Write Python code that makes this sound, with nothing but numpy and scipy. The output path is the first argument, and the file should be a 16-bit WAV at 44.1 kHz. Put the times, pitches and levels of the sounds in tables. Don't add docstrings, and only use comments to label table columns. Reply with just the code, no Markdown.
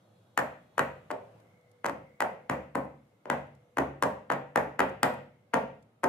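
import sys
import numpy as np
from scipy import signal
from scipy.fft import rfft, irfft, next_fast_len
from scipy.io import wavfile
from scipy.ndimage import uniform_filter1d, map_coordinates

SR = 44100
rng = np.random.default_rng(int(sys.argv[2]) if len(sys.argv) > 2 else 0)


def wav_record(signal):
    frames = np.transpose(np.atleast_2d(signal))
    bounded = np.clip(frames, -1, 1)
    quanta = np.round(bounded * 32767).astype(np.int16)
    wavfile.write(sys.argv[1], SR, quanta)


def ratio(d):
    e = np.asarray(d, float) / 20
    return 10 ** e


N = 268172
LENGTH, LEAD = 4096, 512
SIDES = np.array([[0.5], [-0.5]])


def unit(x):
    return x / np.sqrt(np.mean(x ** 2) + 1e-20)


def peak(x):
    return x / np.abs(x).max(axis=-1, keepdims=True)


def along(points, hz):
    f, v = np.transpose(points)
    return np.interp(np.log(hz + 1), np.log(f + 1), v)


def filtered(x, response):
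    n = next_fast_len(x.shape[-1], real=True)
    hz = np.fft.rfftfreq(n, 1 / SR)
    return irfft(rfft(x, n) * response(hz), n)[..., :x.shape[-1]]


def high_pass(hz, corner_hz):
    return (1j * hz / (corner_hz + 1j * hz)) ** 2


def wobble(rate_hz):
    knots = rng.standard_normal(int(N * rate_hz / SR) + 4)
    return map_coordinates(knots, [np.arange(N) * rate_hz / SR])


# pitch_hz, likeness [0..1]
LIKENESS = [(60, 0.92), (130, 0.99), (290, 0.91), (640, 0.46), (1410, 0), (3100, 0), (6820, 0.032),
            (15000, 0.00058)]


def diffuse(pair, spectrum):
    def mix(hz):
        turn_rad = np.arccos(np.clip(along(LIKENESS, hz), -1, 1)) / 2
        return ratio(along(spectrum, hz)) * [np.cos(turn_rad), np.sin(turn_rad)]
    mid, side = filtered(pair, mix)
    return np.array([mid + side, mid - side])


def rush(spectrum, patchy_db):
    z = signal.stft(rng.standard_normal((2, N)), nperseg=512)[2]
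    field = uniform_filter1d(rng.standard_normal(z.shape[1:]), size=3, axis=0)
    field = uniform_filter1d(field, size=14, axis=1)
    noise = signal.istft(z * ratio(patchy_db * unit(field)), nperseg=512)[1][:, :N]
    return unit(diffuse(noise, spectrum))


def spells(rows):
    swell_db_per_s, fade_db_per_s = 112, 31.5
    start_s, hold_s, level_db = np.transpose(rows)[..., None]
    t = np.arange(N) / SR
    swell_db = swell_db_per_s * np.clip(start_s - t, 0, None)
    fade_db = fade_db_per_s * np.clip(t - start_s - hold_s, 0, None)
    return ratio(level_db - swell_db - fade_db).sum(axis=0)


# start_s, level_db
TRAFFIC_STRENGTH = [(0, 1), (.4, 0.5), (1.4, 7.5), (1.6, -1), (3.2, -1), (5.4, -1), (6.1, -1.5)]
# pitch_hz, level_db [dB per Hz]
RUMBLE_COLOUR = [(24, -20.5), (50, -15), (91, -6.5), (108, 8.5), (145, -6.5), (182, -4), (300, -19),
                 (390, -41.5), (660, -120)]
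WASH_COLOUR = [(180, -54), (300, -10.5), (437, -13.5), (490, -7.5), (525, -7), (1040, -19), (1300, -18),
               (1840, -27), (2140, -28), (3000, -30), (3900, -76.5), (6600, -120)]
HISS_COLOUR = [(1760, -54.5), (3000, -8.5), (3330, -5), (4730, -11.5), (5840, -12), (11500, -15),
               (15300, -20.5), (15700, -38.5)]
WHINE_COLOUR = [(1850, -25.5), (2020, -6), (2120, -3), (2220, -4.5), (2420, -41.5)]
# start_s, hold_s, level_db
WHINE_SPELLS = [(1.47, 0.21, -75), (2.08, .15, -71), (2.6, 3, -82.5)]
HORN_SPELLS = [(0.0071, 0.94, -84)]
MOTOR_SPELLS = [(1.55, 0.75, -67.5), (3.6, 0.29, -69.5), (4.2, 1.34, -72)]
# multiple [of horn_hz], level_db
HORN_PARTIALS = [(3, -3.5), (8, -3.5), (9, -4.5), (10, -5)]


def horn():
    horn_hz, t = 418, np.arange(N) / SR

    def partial(multiple, level_db):
        phase = 2 * np.pi * multiple * horn_hz * t + 0.4 * wobble(6)
        return ratio(level_db + 4.1 * wobble(22)) * np.sin(phase)
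    return np.array([sum(partial(*row) for row in HORN_PARTIALS) for port in "LR"])


def motor():
    motor_hz, t = 491, np.arange(N) / SR
    return np.array([ratio(3 * wobble(32)) * np.sin(2 * np.pi * motor_hz * t + 0.5 * wobble(41))
                     for port in "LR"])


def street():
    rumble_db, wash_db, hiss_db = -62, -68.5, -80
    hiss_share, hiss_fade_db_per_s = 0.38, 0.7
    t = np.arange(N) / SR
    traffic_db = np.interp(t, *np.transpose(TRAFFIC_STRENGTH))
    out = ratio(rumble_db + traffic_db) * rush(RUMBLE_COLOUR, patchy_db=1.6)
    out += ratio(wash_db + traffic_db) * rush(WASH_COLOUR, patchy_db=1.5)
    out += spells(WHINE_SPELLS) * rush(WHINE_COLOUR, patchy_db=1.2)
    hiss_level_db = hiss_db + hiss_share * traffic_db - hiss_fade_db_per_s * t
    out += ratio(hiss_level_db) * rush(HISS_COLOUR, patchy_db=1.5)
    return out + spells(HORN_SPELLS) * horn() + spells(MOTOR_SPELLS) * motor()


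# start_s, peak_db, crisp_db, hard_db [dB per octave], weight_db [batter behind it]
EDGE_LANDINGS = [(.377, -5.5, 9, 13, -5.5), (0.7811, -9, 2, -3, -6), (1.1053, -19.5, -5.5, -9.5, -3.5),
                 (1.8456, -12.5, -2.5, -2.5, -0.5), (2.2058, -9.5, 8.5, 15, -4.5),
                 (2.4982, -10.5, 2.5, 9, 8), (2.7511, -24.5, 2.5, -1, 5.5), (3.257, -27, -1.5, -9.5, 4),
                 (3.3012, -8.5, 6.5, 2, 3), (3.7723, -14.5, 0, -6, 3.5), (4.0257, -8, 9.5, -5.5, 0.5),
                 (4.3025, -8.5, -2.5, 1, -2), (4.5598, -5.5, 4, -1, 1), (4.794, -7, 2, -1, -2.5),
                 (5.032, -4, 13, 8.5, 2), (5.5377, -10.5, -3.5, -2, 1.5), (6.0352, -16.5, 0, -9, 2.5)]
# start_s, peak_db, crisp_db, hard_db [dB per octave]
FAR_SLAPS = [(0.3931, -13, 1, 13), (0.7939, -8, 3.5, 14), (1.1154, -21.5, 6, -13), (1.8634, -16.5, 11.5, 0),
             (2.2234, -11.5, 0.5, -7), (2.5137, -29, -3, 0), (2.755, -13.5, 2.5, -7),
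             (3.3135, -25.5, -6.5, 1), (3.7867, -9.5, -1.5, 1), (4.0356, -12, 5.5, -3),
             (4.3167, -14, -3, 0.5), (4.576, -16, 3, 15), (4.8053, -6, -2.5, 10), (5.0404, -13.5, -4, 4),
             (5.542, -8, 2, -5), (6.0407, -10, 3.5, -4.5)]
# start_s, peak_db
RIM_ROCKS = [(0.3899, -15.5), (.4, -24.5), (0.7828, -17), (0.7946, -11), (1.112, -21.5), (1.856, -35.5),
             (1.858, -16), (1.8862, -22), (1.8968, -18.5), (2.218, -20), (2.5, -25.5), (3.784, -13),
             (4.0399, -18), (4.3229, -14.5), (4.335, -24), (4.5724, -19.5), (4.7946, -17.5),
             (4.8029, -14.5), (6.044, -12)]
# click_db, thud_db, room_db
CONTACT_KINDS = [
    (-24, -8, 2),
    (-21, -4, 2),
    (-18.5, -3, -5),
]


def contacts():
    room_per_weight = 0.18
    drop_s, *_, weight_db = np.transpose(EDGE_LANDINGS)
    rows = []
    for table, kind in zip((EDGE_LANDINGS, FAR_SLAPS, RIM_ROCKS), CONTACT_KINDS):
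        rows += [(*row, 0, 0)[:4] + tuple(kind) for row in table]
    start_s, peak_db, crisp_db, hard_db, click_db, thud_db, room_db = np.transpose(sorted(rows))
    drop = np.searchsorted(drop_s, start_s, side="right") - 1
    heavy_db = weight_db[np.clip(drop, 0, None)]
    return np.array([start_s, peak_db, click_db + crisp_db, thud_db + heavy_db,
                     room_db + room_per_weight * heavy_db, hard_db])


def rings(modes, count, scatter_db, detune, length=LENGTH, attack_s=1e-4, tilt_db=0):
    hz, level_db, t60_s = np.transpose(modes)[..., None]
    t = np.arange(length) / SR
    chance = rng.standard_normal((count, 2, len(modes), 1))
    level_db = level_db + scatter_db * chance[:, 1] + tilt_db * np.log2(hz / 1000)
    waves = np.sin(2 * np.pi * hz * (1 + detune * chance[:, 0]) * t) * ratio(level_db - 60 * t / t60_s)
    return waves.sum(axis=1) * (1 - np.exp(-t / attack_s))


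def add(track, bursts, times_s, lead):
    for burst, s in zip(bursts, times_s):
        part = track[..., round(s * SR) - lead:][..., :burst.shape[-1]]
        part += burst[..., :part.shape[-1]]
    return track


# pitch_hz, level_db, t60_s
TIN_MODES = [(607, 2, 0.0077), (967, 6, 0.011), (1329, 15, 0.0038), (1544, 9, 0.0031), (1820, -10, 0.045),
             (2360, -25.5, 0.019)]
# pitch_hz, level_db, t60_s
SLAB_MODES = [(150.1, 0, 0.044), (234.5, 11.5, 0.023), (365.6, -12.5, 0.018)]
# pitch_hz, level_db
CLICK_COLOUR = [(2000, -8), (3600, 4), (5200, 0), (7100, 3), (9500, -0.5), (12000, -4), (15300, -10),
                (16300, -32.5)]
# pitch_hz, level_db
SWELL_COLOUR = [(200, -29.5), (600, -9.5), (1500, -3), (3000, -11.5), (12000, -61)]


def tin():
    _, peak_db, click_db, thud_db, _, hard_db = contacts()[..., None]
    count, t = len(peak_db), np.arange(LENGTH) / SR

    grit = 0.13 * rng.standard_normal((count, LENGTH)) * ratio(-60 * t / 0.016)
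    grit = grit + (t == t[28])
    click = peak(filtered(grit, lambda hz: ratio(along(CLICK_COLOUR, hz))))

    knock = rings(TIN_MODES, count, scatter_db=1.5, detune=0.03, attack_s=0.0004,
                  tilt_db=hard_db[..., None])
    knock = peak(filtered(knock, lambda hz: high_pass(hz, corner_hz=270) / (1 + 1j * hz / 3000) ** 2))
    thud = peak(rings(SLAB_MODES, count, scatter_db=1.5, detune=0.03, attack_s=0.004))

    def spread(hz):
        delay_s = 0.0003 + 0.0015 * hz / 16000
        return np.exp(2j * np.pi * SR / LENGTH * np.cumsum(delay_s))
    sharp = filtered(np.roll(knock + ratio(click_db + 9) * click, LEAD, axis=1), spread)

    swell = filtered(rng.standard_normal((count, LENGTH)), lambda hz: ratio(along(SWELL_COLOUR, hz)))
    sharp += ratio(-24) * unit(swell) * ratio(-60 * np.abs(t - LEAD / SR) / 0.015)
    return ratio(peak_db) * sharp, ratio(peak_db + thud_db) * np.roll(thud, LEAD, axis=1)


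# pitch_hz, left_minus_right_db
PORT_TILT = [(100, 3.5), (500, -8), (800, 12.5), (1300, 2.5), (2400, 4.5), (4400, -1), (8000, -3.5),
             (15000, -4)]
# delay_s, left_gain, right_gain
FIRST_ECHOES = [(.0021, 0.04, -0.51), (.0036, 0.16, -0.069), (.0048, 0.12, -0.043), (.0075, -.2, .25),
                (0.012, 0.13, -0.38)]


def ports(hz):
    lead_rad = 1.62
    echoes = sum(np.array([[left], [right]]) * np.exp(-2j * np.pi * hz * delay_s)
                 for delay_s, left, right in FIRST_ECHOES)
    phase = lead_rad * np.tanh(hz / 3000) * np.array([[1], [0]])
    direct = ratio(SIDES * along(PORT_TILT, hz)) * np.exp(1j * phase)
    return direct + echoes * high_pass(hz, corner_hz=243) / (1 + 1j * hz / 2500)


def radiated(blows, click_db):
    beaming = 0.45
    power = np.abs(rfft(blows)) ** 2
    treble = 1 / (1 + (2600 / (np.fft.rfftfreq(LENGTH, 1 / SR) + 1)) ** 8)
    missed = ratio(-2 * beaming * (click_db - click_db.mean()))[:, None]
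    low = (1 - treble) * uniform_filter1d(power, size=25, axis=-1)
    high = missed * treble * uniform_filter1d(power, size=121, axis=-1)
    return np.roll(irfft(np.sqrt(np.abs(low + high))), LEAD, axis=-1)


# pitch_hz, t60_s
KITCHEN_DECAY = [(60, 0.98), (160, 0.57), (420, 0.47), (1100, 0.36), (2900, 0.49), (5000, 0.42),
                 (9000, 0.31), (15000, 0.34)]
# pitch_hz, level_db
WALL_COLOUR = [(60, -5.5), (250, -10.5), (370, 2.5), (600, 6.5), (1000, -2.5), (1600, -7.5), (2700, -7),
               (4000, -12), (9000, -12), (15000, -8.5)]


def tail():
    length, gap = 28000, 260
    near_db, near_t60_s = 0, 0.083
    room_shadow, room_top_hz = 0.13, 15400
    hz, t, z = signal.stft(rng.standard_normal((2, length)), SR, nperseg=512)
    far = ratio(-60 * t / along(KITCHEN_DECAY, hz)[:, None])
    near = ratio(near_db - 60 * t / near_t60_s)
    pair = signal.istft(z * (far + near), SR, nperseg=512)[1][:, :length]
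    pair = pair * (1 - np.exp(-np.arange(length) / SR / 0.0055))
    pair = np.pad(pair / np.linalg.norm(pair[0]), ((0, 0), (gap, 0)))

    def shadow(hz):
        return ratio(room_shadow * SIDES * along(PORT_TILT, hz)) / (1 + (hz / room_top_hz) ** 60)
    return filtered(diffuse(pair, WALL_COLOUR), shadow)


# pitch_hz, level_db, t60_s
ROOM_MODES = [(71.9, 0.5, 0.6), (140.75, -7, 1), (190.6, -2, 0.4), (239.8, 4, 0.25), (268.4, -4, 0.18),
              (421, -4, 0.3), (496.8, -6.5, 0.5), (507.6, -4.5, 0.35), (538, -1, 0.44), (603, -3.5, 0.35),
              (777, -7, 0.34), (926, -13, 0.1), (954, -8, .3), (1077, -10, 0.19)]


def standing_waves():
    turn_rad = 0.6
    start_s, peak_db, _, thud_db, room_db, _ = contacts()
    boom = rings(ROOM_MODES, len(start_s), scatter_db=1.5, detune=0.0024, length=17000, attack_s=0.034,
                 tilt_db=(room_db - thud_db)[:, None, None] / 3)
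    fade = np.cos(np.linspace(0, np.pi / 2, boom.shape[1]) ** 2 * 2 / np.pi)
    level = ratio(peak_db + room_db - 22)[:, None]
    waves = add(np.zeros(N), level * boom * fade, start_s, 0)
    return filtered(waves, lambda hz: np.exp(2j * turn_rad * SIDES / (1 + (350 / (hz + 1)) ** 4)))


def knocks():
    start_s, _, click_db, _, room_db, _ = contacts()
    sharp, thud = tin()
    direct = filtered((sharp + ratio(-11.5) * thud)[:, None], ports)
    out = add(np.zeros((2, N)), direct * ratio(-2.5), start_s, LEAD)
    blows = radiated(sharp, click_db) * ratio(room_db)[:, None] + ratio(-2.5) * thud
    drop = np.cumsum(np.diff(start_s, prepend=0) > 0.1)
    same = tail()
    for k in np.unique(drop):
        first_s = start_s[drop == k][0]
        sent = add(np.zeros(3 * LENGTH), blows[drop == k], start_s[drop == k] - first_s, 0)
        reply = 0.71 * same + 0.55 * tail()
        add(out, [signal.fftconvolve(sent[None], reply, axes=1)], [first_s], LEAD)
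    return out + standing_waves()


# start_s, peak_db, bright_db
BANGLE_TICKS = [(1.3194, -81, 5.5), (1.38, -79, -4), (1.3994, -78, 13), (1.4204, -81, -6.5),
                (1.434, -85, 3), (1.6094, -78, 7), (1.694, -80, 0), (1.7135, -71, 7), (2.8494, -67, -6),
                (3.4694, -77, -8), (3.549, -83, 17), (4.8928, -62, 9), (5.139, -57, 0), (5.8247, -76, 12.5)]
# pitch_hz, level_db, t60_s
BANGLE_MODES = [(5850, -6, 0.014), (9200, -5, 0.016), (11100, -2, 0.018)]


def bangles():
    start_s, peak_db, bright_db = np.transpose(BANGLE_TICKS)
    count, t = len(start_s), np.arange(LENGTH) / SR
    noise = rng.standard_normal((count, 2, LENGTH))
    dust = unit(filtered(noise, lambda hz: ratio(along(CLICK_COLOUR, hz))))
    dust = dust * ratio(-60 * t / 0.025) * (1 - np.exp(-t / 0.0024))
    ring = rings(BANGLE_MODES, count, scatter_db=3, detune=0.008, attack_s=0.0013)[:, None]
    tick = ring + ratio(bright_db - 1.5)[:, None, None] * dust
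    return add(np.zeros((2, N)), ratio(peak_db + 4.5)[:, None, None] * tick, start_s, 0)


def scene():
    return street() - knocks() + bangles()


def band_limit(x):
    return signal.sosfilt(signal.butter(12, 16520, fs=SR, output="sos"), x)


def record(dry):
    padded = np.pad(dry, ((0, 0), (0, LENGTH)))
    heard = filtered(padded, lambda hz: high_pass(hz, corner_hz=75.6) ** 2.19)[:, :N]
    heard = heard / (1 + np.abs(heard / 0.55) ** 4) ** (1 / 4)
    return band_limit(heard)


dry = scene()
out = record(dry)
wav_record(out)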